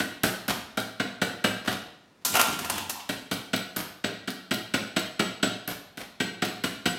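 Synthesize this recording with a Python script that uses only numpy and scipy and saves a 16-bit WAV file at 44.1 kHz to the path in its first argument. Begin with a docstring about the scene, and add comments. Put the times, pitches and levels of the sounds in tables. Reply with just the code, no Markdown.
"""A small steel hammer taps a plastic relay box off a circuit board on a wooden bench, about 4.4 blows/s.
Each blow cracks plastic, rings steel and, ms later, knocks box and bench; scrap rings, loose parts rattle.
In a pause the board slips off, crashes to the floor, tinkles, chatters and scrapes to rest; hammering resumes.
Struck modes and dense micro-clicks make the impacts; modulated noise makes the chatter and scrape.
A bare little room answers everything over a faint hush."""
import sys
import numpy as np
from scipy import signal
from scipy.fft import rfft, irfft, next_fast_len
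from scipy.io import wavfile

SR = 44100
rng = np.random.default_rng(int(sys.argv[2]) if len(sys.argv) > 2 else 0)


def wav_record(signal):
    """Record a signal, one row per channel, as 16-bit PCM in the file named by sys.argv[1]."""
    frames = np.transpose(np.atleast_2d(signal))
    bounded = np.clip(frames, -1, 1)
    # unit amplitude maps onto the largest positive 16-bit level
    quanta = np.round(bounded * 32767).astype(np.int16)
    wavfile.write(sys.argv[1], SR, quanta)


N = 308233
T = np.arange(SR) / SR  # 1 s time axis of one impact

# hammer blows: [t/s, force re usual blow/dB, plastic crack level/dB]
BLOWS = [(0.0, -1.4, -36), (0.2341, 2, -27), (0.4805, -4, -33), (0.7723, -2.5, -37), (0.9974, -0.9, -46),
         (1.2156, 1.5, -38.5), (1.4409, 3, -34.5), (1.6748, -1.1, -37.5), (3.0912, -4.5, -36.5),
         (3.3126, -3.5, -35), (3.532, 0.3, -43), (3.763, -9, -33.5), (4.04, -1.9, -48), (4.275, -6, -43.5),
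         (4.5091, -1, -40), (4.738, 1, -38), (4.963, 1, -38.5), (5.194, 1.5, -39), (5.4273, 2.5, -40),
         (5.676, -8.5, -38.5), (5.9731, -14.5, -44), (6.201, -0.8, -42.5), (6.4202, -0.1, -41.5),
         (6.6371, -1.4, -36), (6.856, 1.5, -36)]
# plastic splinters: [t/s, fizz level/dB]
SPLINTERS = [(0.2333, -36), (0.481, -40), (3.761, -34.5), (5.675, -37)]


def undb(db):
    """dB to amplitude."""
    return 10 ** (np.asarray(db) / 20)


def on_log(hz, points):
    """Interpolate (f/Hz, value) points on a log-frequency axis."""
    f, value = np.transpose(points)
    return np.interp(np.log(np.maximum(hz, 1)), np.log(f), value)


def colour(x, points):
    """Filter x by a (f/Hz, level/dB) curve; rms 1."""
    gain = undb(on_log(np.fft.rfftfreq(len(x), 1 / SR), points))
    y = irfft(rfft(x) * gain, len(x))
    return y / np.std(y)


def uneven(spread_db, size):
    """Dense micro-clicks of uneven strength."""
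    boost_db = spread_db * np.minimum(rng.exponential(size=size), 2 * np.pi)
    return rng.standard_normal(size) * undb(boost_db)


def fade(rise_s, t60_s):
    """Swell while the contact lasts, then die away."""
    return (1 - np.exp(-T / rise_s)) * undb(-60 * T / t60_s)


def unit(x):
    """Scale to rms 1 over the first 25 ms."""
    return x / np.std(x[:SR // 40])


def partials(modes, rise_s):
    """One decaying complex line per mode, each with a random phase."""
    lines = []
    for hz, db, t60_s in modes:
        line = np.exp(2j * np.pi * (hz * T + rng.random()))
        lines.append(undb(db) * fade(rise_s, t60_s) * line)
    return np.array(lines)


def struck(lines, scatter_db, detune):
    """Each blow lands on another spot under another grip: new mode weights, slightly new pitch."""
    weights = undb(scatter_db * rng.standard_normal(len(lines)))
    sound = weights @ lines.imag
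    pitch_ratio = 1 + detune * rng.uniform(-0.65, 1)
    return unit(np.interp(T * pitch_ratio, T, sound))


def burst(points, envelope, spread_db):
    """A blow dispersed into dense micro-clicks: scattered in time, smooth in spectrum."""
    half_envelope = np.sqrt(envelope)  # applied before and after shaping
    clicks = rfft(uneven(spread_db, size=SR) * half_envelope)
    phases = clicks / np.abs(clicks)
    gain = undb(on_log(np.fft.rfftfreq(SR, 1 / SR), points))
    return unit(irfft(phases * gain, SR) * half_envelope)


def add(out, s, x):
    """Mix x in at time s."""
    i = max(int(s * SR), 0)
    out[i:i + len(x)] += x[:max(len(out) - i, 0)]


def hammering(box_lag_s=0.00239, bench_lag_s=0.003, drive_lag_s=0.003):
    """Plastic cracks and steel rings at the touch; ms later the blow drives home into box and bench."""
    # modes of bench, box, hand-damped steel tools, hammer head: [f/Hz, relative level/dB, t60/s]
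    bench_modes = [(108.3, -11.5, 0.23), (183.3, -11.5, 0.31), (208.5, 3.5, 0.071), (250, -5.5, 0.15),
                   (276, 4.5, 0.06), (325.8, -3.5, 0.068), (408.7, -9.5, 0.14), (461.6, -11.5, 0.16),
                   (658, -10, 0.1), (620.7, 0.5, 0.054), (720.1, -9.5, 0.17)]
    box_modes = [(1383, -1, .09), (1445, -5, .05), (1500, -4, .05), (1560, 0, .08), (1712, -12, .06)]
    steel_modes = [(1903, -1, .11), (2306, -3, .1), (2479, -11, .07), (2662, -1, .07), (2898, 1.5, .08),
                   (3192, 3, .07), (3660, -7, .07), (3830, -7, .07), (4826, -11, .08), (5692, -14, .08),
                   (6338, -14, .12)]
    head_modes = [(8400, -23, 0.083), (7820, -14, 0.2), (7840, 43, 0.05)]
    # dense vibration of bench, box, steel; crack of the plastic: [f/Hz, relative level/dB]
    wood = [(30, -35), (55, -49), (100, -12), (150, -15), (195, -8.5), (290, 4.5), (450, -2.5), (700, -0.5),
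            (950, -10), (1400, -9.5), (4000, -30)]
    shell = [(500, -73), (1000, -13), (1250, -6.5), (1500, 6), (1800, -8.5), (2200, -9), (4000, -67)]
    clink = [(1200, -27), (2100, 6), (3000, 5.5), (4000, 6), (5000, -1), (6800, -7), (8800, -6.5),
             (10500, -47), (16000, -57)]
    crack = [(500, 5.5), (2000, 0.5), (4500, 1.5), (7000, -4), (9500, -0.5), (10700, -4.5), (12300, -2.5),
             (14500, -7), (16000, -15)]
    # hold on the box before/after the board drops:
    # [from t/s, box clack level/dB, steel ring level/dB, hammer ping level/dB], levels at a usual blow
    grips = [(0, -29, -33.5, -48.5), (2.25, -31.5, -32, -41.5)]
    knock_db = -26.5  # bench at a usual blow
    # dB per dB of force: a harder blow is shorter, so the high modes gain most
    clack_growth, ring_growth, ping_growth = 0.92, 1.12, 2.1
    cushion_db = -33.5  # a splinter this loud halves the steel's swing
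    steel_db = -1  # pure steel tone within the ring

    out = np.zeros(N)
    bench, box = partials(bench_modes, 0.003), partials(box_modes, 0.0014)
    steel, head = partials(steel_modes, 0.002), partials(head_modes, 0.0084)
    wood_fade, shell_fade = fade(0.0032, 0.076), fade(0.00096, 0.037)
    clink_fade, touch_fade = fade(0.0015, 0.069), fade(0.00071, 0.029)
    crack_fade = fade(0.0001, 0.005) + undb(-8.0) * fade(0.0003, 0.26)
    for s, force_db, crack_db in BLOWS:
        _, clack_db, ring_db, ping_db = grips[int(s > grips[1][0])]
        splinter = sum(undb(db - cushion_db) for at, db in SPLINTERS if abs(at - s) < 0.05)
        ring = undb(ring_db + ring_growth * force_db) / (1 + splinter ** 2)

        bench_tone = struck(bench, scatter_db=0.5, detune=0.029)
        knock = unit(bench_tone + undb(-4.5) * burst(wood, wood_fade, spread_db=0.5))
        box_tone = struck(box, scatter_db=10.0, detune=0.012)
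        clack = unit(box_tone + undb(7.5) * burst(shell, shell_fade, spread_db=2.5))
        steel_tone = struck(steel, scatter_db=1.5, detune=0.003)
        touch = burst(clink, touch_fade, spread_db=2.5)
        drive = burst(clink, clink_fade, spread_db=0.0)
        ping = struck(head, scatter_db=1.5, detune=0.002)

        add(out, s + bench_lag_s, undb(knock_db + force_db) * knock)
        add(out, s + box_lag_s, undb(clack_db + clack_growth * force_db) * clack)
        add(out, s, ring * undb(steel_db) * steel_tone)
        add(out, s, ring * undb(-8.5) * touch)
        add(out, s + drive_lag_s, ring * undb(0.5) * drive)
        add(out, s, undb(ping_db + ping_growth * force_db) * ping)
        add(out, s, undb(crack_db) * burst(crack, crack_fade, spread_db=3))
    return out


def ringing_scrap():
    """Metal scrap on the bench rings in sympathy with each blow, in proportion to its force."""
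    # scrap modes: [f/Hz, relative level/dB, t60/s]
    scrap_modes = [(724, 1, .35), (1367, 0, .45), (1547, -1, .35), (1914, -4, .45), (3838, -1, .5),
                   (3924, 2, .5), (4189, 2, .7)]
    usual_db = -47
    out, scrap = np.zeros(N), partials(scrap_modes, 0.003)
    for s, force_db, _ in BLOWS:
        add(out, s, undb(usual_db + force_db) * struck(scrap, scatter_db=1.5, detune=0.001))
    return out


def faint_hush():
    """Steady coloured noise at rms -60 dB."""
    # hush of the room: [f/Hz, relative level/dB]
    hush_spectrum = [(25, -12), (60, -9.5), (200, 0), (600, -10), (2000, -16), (6000, -25), (16000, -39)]
    return undb(-60) * colour(rng.standard_normal(N), hush_spectrum)


def room(x, wet_db=-3, build_s=0.00083, gap_s=0.004):
    """Diffuse reflections build up after a gap, treble dying first; their pattern shifts as the worker moves."""
    # reverberation: [f/Hz, t60/s]
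    room_t60 = [(80, 0.62), (250, 0.55), (700, 0.67), (1600, 0.63), (4000, 0.66), (8000, 0.47),
                (14000, 0.42)]
    size, hop = next_fast_len(N + SR), SR // 4
    hz, noise = np.fft.rfftfreq(size, 1 / SR), rfft(rng.standard_normal(size))
    bands = []
    for centre, _ in room_t60:
        band_gain = on_log(hz, [(f, f == centre) for f, _ in room_t60])  # triangle on log f
        bands.append(irfft(noise * band_gain, size))
    bands = np.array(bands)
    fades = np.array([fade(build_s, t60_s) for _, t60_s in room_t60])

    # overlapping pieces, each with its own stretch of the noise as tail
    padded, wet = np.pad(x, (hop, 2 * hop)), np.zeros(N + hop)
    window = signal.windows.cosine(2 * hop)
    for i in range(0, N + hop, hop):
        stretch = bands.take(np.arange(i, i + SR), axis=1, mode="wrap")
        tail = np.sum(stretch * fades, axis=0)
        piece = padded[i:i + 2 * hop] * window
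        add(wet, i / SR + gap_s, signal.fftconvolve(piece, tail / np.linalg.norm(tail)))
    return x + undb(wet_db) * wet[hop:]


def splintering():
    """Splintering plastic gives a thin, high fizz of very uneven micro-clicks."""
    # fizz: [f/Hz, relative level/dB]
    fizz = [(8000, -22), (10500, -10), (11800, 2), (14200, -4), (16000, -20)]
    out = np.zeros(N)
    for s, db in SPLINTERS:
        add(out, s, undb(db) * burst(fizz, fade(0.0003, 0.043), spread_db=12.5))
    return out


def hopping_parts():
    """Loose parts land hard on the bench and bounce once, 3 dB louder."""
    # landings: [t/s, first level/dB]
    hops = [(0.494, -31.5), (1.647, -44.5), (1.715, -37), (2.214, -69), (3.788, -40), (5.700, -40.5),
            (6.003, -44), (6.446, -43.5)]
    # rattle: [f/Hz, relative level/dB]
    rattle = [(60, 5), (300, 7.5), (1500, 2.5), (3300, 1), (5500, -4), (8000, -11.5), (13000, -11),
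              (16000, -24)]
    out = np.zeros(N)
    for s, db in hops:
        add(out, s, undb(db) * burst(rattle, fade(0.00072, 0.063), spread_db=4.5))
        bounce = burst(rattle, fade(0.00045, 0.054), spread_db=3.5)
        add(out, s + rng.uniform(0.0056, 0.014), undb(db + 3.0) * bounce)
    return out


def rebounding_piece(flight_s=0.026):
    """A loose piece jumps with the blow and drops back with a bright tick."""
    # jumps: [t of blow/s, tick level/dB]
    rebounds = [(0.7733, -41), (3.3106, -41.5), (3.534, -36), (4.04, -49), (4.2753, -41), (4.51, -35.5),
                (4.963, -40), (6.4218, -37.5)]
    # tick: [f/Hz, relative level/dB]
    tick = [(1000, -33), (4000, 9), (7500, -9), (10500, -4.5), (13500, -2), (16000, -9)]
    out = np.zeros(N)
    for s, db in rebounds:
        add(out, s + flight_s, undb(db) * burst(tick, fade(0.003, 0.05), spread_db=5))
    return out


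def falling_board():
    """Edge and face hit the floor in turn: a flat strike booms the panel, an edge-on one snaps."""
    # floor strikes: [t/s, level/dB, angle (0 flat, 1 edge-on), burst t60/s]
    strikes = [(2.2486, -22, 0.78, 0.18), (2.339, -25.5, 0.42, 0.086), (2.352, -20, 0.43, 0.076),
               (2.367, -22.5, 0.45, 0.045), (2.394, -19, 0.35, 0.07), (2.401, -28, .55, .043),
               (2.413, -21, 0.72, 0.017), (2.589, -32, 0.52, 0.047), (2.645, -31.5, 0.47, 0.075),
               (2.698, -25.5, 0.54, .027), (2.780, -31.5, 0.47, .031), (2.895, -28.5, 0.72, 0.065)]
    # modes of the loose board: [f/Hz, relative level/dB, t60/s]
    board_modes = [(726, 5.5, 0.067), (1002, 4, 0.14), (1180, -15, 0.12), (1385, 3, 0.17), (1810, 5, 0.065),
                   (2766, 12, 0.034), (2980, -16, 0.2)]
    # dense vibration, flat and edge-on: [f/Hz, relative level/dB]
    panel = [(40, -44), (90, 0), (150, -38), (230, -2), (400, -3), (760, 0), (1350, 2.5), (2000, -4.5),
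             (2800, 0), (4000, -19), (9000, -31)]
    snap_spectrum = [(600, -37), (2000, -17), (3500, 0.5), (6200, 2.5), (9500, -0.5), (12000, 1.5),
                     (14500, -1), (16000, -16)]
    edge_db = -0.5  # gain of the snap
    out, board = np.zeros(N), partials(board_modes, 0.00091)
    for s, db, angle, t60_s in strikes:
        edge = np.clip(angle, 0, 1)
        boom = burst(panel, fade(0.0018, t60_s), spread_db=2.5)
        body = boom + undb(-6.5) * struck(board, scatter_db=2.5, detune=0.0117)
        snap = undb(edge_db) * burst(snap_spectrum, fade(0.0011, t60_s), spread_db=2.5)
        add(out, s, undb(db) * ((1 - edge) * body + edge * snap))
    return out


def tinkling_parts():
    """Metal parts on the board ring, each as one decaying sine."""
    # rings: [t/s, f/Hz, level before a common +0.5 dB/dB, t60/s]
    tinkles = [(2.2495, 6560, -38, .12), (2.321, 7650, -39, .06), (2.394, 1385, -30, .4),
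               (2.699, 9030, -34, .04)]
    out = np.zeros(N)
    for s, hz, db, t60_s in tinkles:
        tone = np.sin(2 * np.pi * hz * T) * fade(0.0004, t60_s)
        add(out, s, undb(db + 0.5) * unit(tone))
    return out


def skidding_board(scrape_width_hz=125):
    """On the floor the board rocks, chatters and scrapes to a halt by many contacts and stick-slip."""
    # edge drags: [t of peak/s, level/dB, swell and fade time constant/s]
    scrapes = [(2.369, -24, .014), (2.73, -36, 0.058), (2.987, -38, 0.024)]
    # clatter; grit under the edge: [f/Hz, relative level/dB]
    clatter_spectrum = [(40, -45), (90, 8), (140, 0.5), (220, 15.5), (480, 0), (850, -11), (2000, -6),
                        (3000, 1), (4500, -9), (9000, -9.5), (13000, -17), (16000, -19)]
    grit_spectrum = [(200, -27), (900, -5), (3500, 2), (13000, -18)]
    start_s, attack_s, hold_s, fall_db_per_s, chatter_db = 2.25, 0.017, 0.52, 112, -39
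    # stick-slip rate at first touch, its rise, grit gain
    scrape_hz, rise_hz_per_s, grit_db = 715, 300, -3

    t = np.arange(N) / SR
    age = np.maximum(t - start_s, 0)
    fall_db = fall_db_per_s * np.maximum(age - hold_s, 0)
    rocking = np.minimum(age / attack_s, 1) * undb(chatter_db - fall_db)
    dragging = sum(undb(db) * np.exp(-np.abs(t - s) / swell_s) for s, db, swell_s in scrapes)
    dragging = dragging * (age > 0)

    # about 220 tiny contacts/s, each with a short decay
    strength = undb(5.2 * np.minimum(rng.exponential(size=N), np.pi))
    contacts = (rng.random(N) < 220 / SR) * strength
    chatter = signal.fftconvolve(contacts, fade(0.0009, 0.083))[:N]
    chatter /= np.sqrt(np.mean(chatter ** 2))
    clatter = chatter * colour(uneven(spread_db=1.0, size=N), clatter_spectrum)

    # the edge sticks and slips at a ragged, rising rate
    lowpass = signal.butter(2, scrape_width_hz, fs=SR, output="sos")
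    ragged = signal.sosfilt(lowpass, rng.standard_normal(N))
    cycles = np.cumsum(scrape_hz + rise_hz_per_s * age) / SR
    scrape = ragged / np.std(ragged) * np.sin(2 * np.pi * cycles) * np.sqrt(2)
    grit = undb(grit_db) * chatter * colour(uneven(spread_db=2.5, size=N), grit_spectrum)
    return rocking * clatter + dragging * (scrape + grit)


def scene():
    """Hammer, loose parts and board in the room, over a faint hush."""
    bench_sounds = hammering() + ringing_scrap() + splintering() + hopping_parts() + rebounding_piece()
    floor_sounds = falling_board() + tinkling_parts() + skidding_board()
    return (room(bench_sounds + floor_sounds) + faint_hush())[None]


def record(dry, low_hz=48, top_hz=16000):
    """The microphone drops the deep bass; a steep lowpass cuts the top."""
    highpass = signal.butter(N=4, Wn=low_hz, btype="high", fs=SR, output="sos")
    thin = signal.sosfilt(highpass, dry)
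    return signal.sosfilt(signal.ellip(10, 0.2, 80, top_hz, fs=SR, output="sos"), thin)


dry = scene()
out = record(dry)
wav_record(out)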